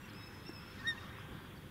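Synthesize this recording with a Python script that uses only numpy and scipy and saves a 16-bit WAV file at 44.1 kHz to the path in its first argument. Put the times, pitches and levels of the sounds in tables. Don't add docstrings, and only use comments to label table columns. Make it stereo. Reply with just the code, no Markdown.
import sys
import numpy as np
from scipy import signal
from scipy.fft import rfft, irfft
from scipy.io import wavfile
from scipy.ndimage import uniform_filter1d

SR = 44100
rng = np.random.default_rng(int(sys.argv[2]) if len(sys.argv) > 2 else 0)


def volts_from_db(level):
    exponent = np.asarray(level, float) / 20
    return 10 ** exponent


def unload_audio(sound):
    columns = np.transpose(np.atleast_2d(sound))
    steps = np.round(np.clip(columns, -1, 1) * 32767)
    wavfile.write(sys.argv[1], SR, steps.astype(np.int16))


N = 74970
T = np.arange(N) / SR

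# [t/s, gust level/dB, chorus level/dB]
WEATHER = [(0, -1, -0.5), (.25, -1.5, -1), (.5, -0.5, -1.5), (.75, -1, -1), (.9, 0.5, -1), (1.1, 0.5, 2),
           (1.28, 0.5, -1), (1.32, 6, 0.5), (1.37, 3, -0.5), (1.41, -0.5, -0.5), (1.7, -1, -3)]


def walk(rate):
    hold = int(SR / rate)
    steps = np.repeat(rng.standard_normal(N // hold + 1), hold)
    return 1.3 * uniform_filter1d(uniform_filter1d(steps, hold), hold)[:N]


def pan(x, db):
    return x * volts_from_db(np.array([[db / 2], [-db / 2]]))


def wet(x, t60, start):
    t = T[:int(SR * t60)]
    tail = rng.standard_normal((2, N))[:, :len(t)]
    tail = tail * volts_from_db(-60 * t / t60) * np.clip(t / start, 0, 1) ** 3
    tail = tail / np.sqrt(np.sum(tail ** 2) / 2)
    return signal.fftconvolve(x[None], tail, axes=1)[:, :N]


def bands(table, db, flicker_db, rate, swell_db):
    # [f/Hz, level/dB]
    side = np.array([(30, -2), (60, -10.5), (125, -13.5), (500, -10), (2000, -5.5), (4600, -3), (6000, -8),
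                     (9000, -6.5), (14000, -2)])
    table = np.array(table)
    f = np.arange(N // 2 + 1) * SR / N + 1
    colour_db = np.interp(np.log(f), np.log(table[:, 0]), table[:, 1], left=-90, right=-90)
    noise = rfft(rng.standard_normal((2, N))) * volts_from_db(colour_db)
    noise[1] *= volts_from_db(np.interp(np.log(f), np.log(side[:, 0]), side[:, 1]))
    out = 0
    for octave in np.arange(4, 14.4, 1 / 3):
        flicker = volts_from_db(flicker_db * walk(rate))
        share = np.clip(1 - 3 * np.abs(np.log2(f) - octave), 0, 1)
        out = out + irfft(noise * share, N) * flicker
    mid, side_noise = out * volts_from_db(db + swell_db) / np.std(out[0])
    return np.array([mid + side_noise, mid - side_noise])


def notes(table, partials, flutter, wobble, edge_s, rate, fade_db=0):
    out = 0
    for start, length, hz0, hz1, db in table:
        u = T - start
        edge = np.clip(np.minimum(u, length - u) / edge_s + .5, 0, 1)
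        env = np.sin(np.pi / 2 * edge) ** 2
        env = env * volts_from_db(fade_db * np.clip(2 * u / length - 1, 0, 1))
        glide = hz0 + (hz1 - hz0) * np.clip(u / length, 0, 1)
        phase = 2 * np.pi * np.cumsum(glide * (1 + wobble * walk(59.6))) / SR
        for k, rel_db in partials:
            beads = (1 + flutter * walk(rate)) / np.sqrt(1 + flutter ** 2)
            out = out + np.sqrt(2) * env * beads * volts_from_db(db + rel_db) * np.sin(k * phase)
    return out


def wind_and_traffic():
    # [f/Hz, level per Hz/dB]
    rumble = [(13, 5), (22, -29), (43, -7.5), (101, 0.5), (356, -7.5), (384, -11.5), (521, -15),
              (554, -16.5), (850, -24), (1100, -115), (1870, -120)]
    s, gust, _ = np.array(WEATHER).T
    return bands(rumble, -52, 1.46, 11.9, np.interp(T, s, gust))


def far_chorus():
    # [f/Hz, level per Hz/dB]
    chorus = [(500, -33.5), (850, -7.5), (1570, -5), (1710, -7), (2360, -11), (3020, -14.5), (3320, -11.5),
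              (4360, -23.5), (6500, -29.5), (8450, -45), (14300, -120)]
    s, _, strength = np.array(WEATHER).T
    return pan(bands(chorus, -56, 1.86, 20.11, np.interp(T, s, strength)), 0.84)


def hums():
    # [f/Hz, level/dB]
    tones = [(100, -72.5), (200, -66), (391, -70.5), (515, -72)]
    out = 0
    for hz, db in tones:
        level = volts_from_db(db + 1.77 * walk(14.8))
        phase = 2 * np.pi * np.cumsum(hz * (1 + 0.009 * walk(7.97))) / SR
        out = out + np.sqrt(2) * level * np.sin(phase)
    return out


def microphone_hiss():
    # [f/Hz, level per Hz/dB]
    hiss = [(3530, -17), (6000, -9), (7550, -4.5), (11400, -.5), (14400, -2), (15700, -1)]
    return bands(hiss, -70.5, 0.16, 9, 0)


def far_birds():
    # [t/s, length/s, from f/Hz, to f/Hz, level/dB]
    far_notes = [(0, 0.06, 7600, 7520, -77), (0, 0.068, 5770, 5760, -73.5), (.015, 0.039, 2830, 2690, -63),
                 (.19, 0.031, 3800, 3800, -66.5), (.225, 0.031, 3760, 3890, -63.5),
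                 (.46, 0.027, 3700, 3720, -68), (.51, 0.22, 1392, 1410, -66.5),
                 (.625, 0.014, 1260, 1090, -59), (.66, 0.011, 1185, 1180, -60),
                 (.787, .018, 3760, 3800, -65.5), (.81, .016, 1110, 1110, -59), (.79, .11, 1099, 1131, -62),
                 (.964, .028, 1800, 1900, -64), (.976, .014, 2700, 2720, -62),
                 (.944, 0.018, 1730, 1626, -57.5), (1.03, 0.034, 1150, 1120, -59.5),
                 (1.09, 0.029, 1608, 1590, -59), (1.2, .2, 1580, 1575, -65),
                 (1.185, 0.032, 5060, 5000, -70), (1.33, 0.016, 4800, 4830, -74),
                 (1.4, 0.068, 4750, 4800, -79), (1.42, 0.23, 3366, 3330, -73),
                 (1.57, 0.012, 4560, 4550, -66)]
    # [t/s, length/s, from f/Hz, to f/Hz, level/dB]
    chirps = [
        (.083, .021, 3950, 5600, -63),
        (.101, .013, 4180, 4500, -62.5),
        (1.02, .0194, 4600, 5550, -67),
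        (1.556, .019, 4450, 6150, -68.5),
    ]
    # [t/s, length/s, from f/Hz, to f/Hz, level/dB]
    lead_in = [
        (.779, .011, 2000, 2130, -58),
        (.79, .037, 1830, 1855, -54),
        (.8, .028, 1500, 1520, -60),
        (.83, .028, 1535, 1640, -52),
    ]
    pure = [(1, 0)]
    far = notes(far_notes, pure, .35, .004, .01, 170)
    far = far + notes(lead_in, pure, .2, .005, .008, 250)
    far = far + notes(chirps, pure, .6, .025, .012, 600, fade_db=-5)
    return pan(far, 5.5) + volts_from_db(-7.5) * wet(far, 0.19, 0.036)


def plops():
    # [t/s, ring f/Hz, t60/s, level/dB]
    rings = [
        (.134, 7420, 0.008, -50),
        (.494, 329, 0.033, -35.5),
        (.492, 710, 0.008, -38),
        (.492, 7000, 0.0069, -49),
        (.498, 1690, 0.059, -52),
        (.498, 8400, 0.0054, -50),
        (1.185, 1166, 0.03, -50),
        (1.1855, 1135, 0.017, -37.5),
        (.059, 7600, .012, -56),
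    ]
    out = 0
    for start, hz, t60, db in rings:
        u = np.clip(T - start, 0, None)
        attack = np.clip(u / 0.00048, 0, 1)
        out = out + volts_from_db(db - 60 * u / t60) * attack * np.sin(2 * np.pi * hz * u)
    return pan(out, 0.62)


def whistler():
    # [t/s, length/s, from f/Hz, to f/Hz, level/dB]
    whistles = [
        (.13, .025, 4830, 5000, -67),
        (.152, .103, 5175, 5200, -61.5),
        (.259, .024, 5190, 5175, -57.5),
        (.498, .019, 5365, 5330, -59),
        (.524, .022, 5290, 5330, -62),
        (.548, .044, 5270, 5090, -57.5),
        (.59, .015, 5050, 4935, -66),
        (.787, .024, 5165, 5055, -65),
    ]
    # [t/s, length/s, from f/Hz, to f/Hz, level/dB]
    beaded = [(.281, .056, 5165, 5200, -67.5), (.335, .022, 5190, 5200, -63), (.348, .014, 4880, 4960, -68),
              (.356, .05, 5130, 5190, -67), (.405, .045, 5190, 5190, -71), (.462, .031, 5440, 5390, -58),
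              (.45, .04, 5225, 5150, -63.5), (.606, .04, 5300, 5335, -63), (.61, .11, 5080, 5150, -70),
              (.652, .018, 5255, 5220, -66), (.673, .022, 5360, 5420, -63), (.702, .03, 5340, 5300, -64),
              (.741, .024, 5320, 5280, -68), (.72, .1, 5250, 5300, -76)]
    partials = [(.5, -3.5), (1, 0), (1.5, -21)]
    near = notes(whistles, partials, .4, .003, .009, 200)
    near = near + notes(beaded, partials, .35, .004, .007, 250)
    return pan(near, 3.5) + volts_from_db(-8.5) * wet(near, 0.28, 0.018)


def reeds():
    # [f/Hz, level per Hz/dB]
    colour = [(2500, -16), (4300, 0.5), (6000, -5), (7500, -11.5), (9000, -28)]
    # [t/s, level/dB]
    swell = [
        (.6, -79),
        (.78, -67),
        (.86, -66),
        (.97, -68.5),
        (1.07, -72),
        (1.15, -98),
        (1.25, -95),
    ]
    return bands(colour, 0, 1.5, 60, np.interp(T, *np.array(swell).T))


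def honk():
    # [t/s, f/Hz, level/dB]
    call = [
        (.843, 1700, -58),
        (.853, 1758, -43.5),
        (.862, 1815, -41),
        (.872, 1858, -36.2),
        (.887, 1874, -33.9),
        (.898, 1843, -36),
        (.911, 1835, -39),
        (.921, 1802, -43.3),
        (.934, 1785, -48),
    ]
    # [multiple, level at full effort/dB, extra loss per dB less effort/dB, pan/dB]
    overtones = [(2, -3.3, .3, -3), (3, -15.5, 0, 1), (4, -31, 0, 0), (5, -26.5, 1, 1), (6, -39, 2.2, 0)]
    # [delay/s, level/dB, pan/dB]
    echoes = [
        (.1, -26, 2),
        (.165, -32, 0),
        (.245, -29, 1),
    ]
    full_db, shimmer_db = -35, .5
    opens_s, shuts_s, bill_move_s = .8705, .916, .004
    shut_db, ajar_db = -17, -6.5

    s, hz, db = np.array(call).T
    release = 2200 * np.clip(T - s[-1], 0, 1)
    effort = uniform_filter1d(np.interp(T, s, db, left=-90) - release, size=160)
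    effort = effort + shimmer_db * walk(150)
    pitch = uniform_filter1d(np.interp(T, s, hz), size=220) * (1 + .001 * walk(198))
    phase = 2 * np.pi * np.cumsum(pitch) / SR
    bill = shut_db * np.clip((opens_s - T) / bill_move_s + .5, 0, 1)
    bill = bill + ajar_db * np.clip((T - shuts_s) / bill_move_s + .5, 0, 1)

    tone = pan(volts_from_db(effort) * np.cos(phase), 2)
    for k, rel_db, slope, pan_db in overtones:
        level = effort + rel_db + slope * (effort - full_db) + bill
        level = level + shimmer_db * (k - 1) * walk(270)
        tone = tone + pan(volts_from_db(level) * np.cos(k * phase + (k - 1) * np.pi / 4), pan_db)
    tone = np.sqrt(2) * tone

    out = tone + volts_from_db(-18) * wet(tone.mean(axis=0), 1.4, .09)
    for delay, echo_db, pan_db in echoes:
        echo = np.roll(tone, int(delay * SR), axis=1)
        out = out + pan(echo * volts_from_db(echo_db + walk(79.7)), pan_db)
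    return out


def scene():
    air = wind_and_traffic() + far_chorus() + hums() + microphone_hiss() + reeds()
    return air + far_birds() + plops() + whistler() + honk()


def low_pass(x):
    return signal.sosfilt(signal.butter(12, 15720, fs=SR, output="sos"), x)


def record(dry):
    return low_pass(dry)


dry = scene()
out = record(dry)
unload_audio(out)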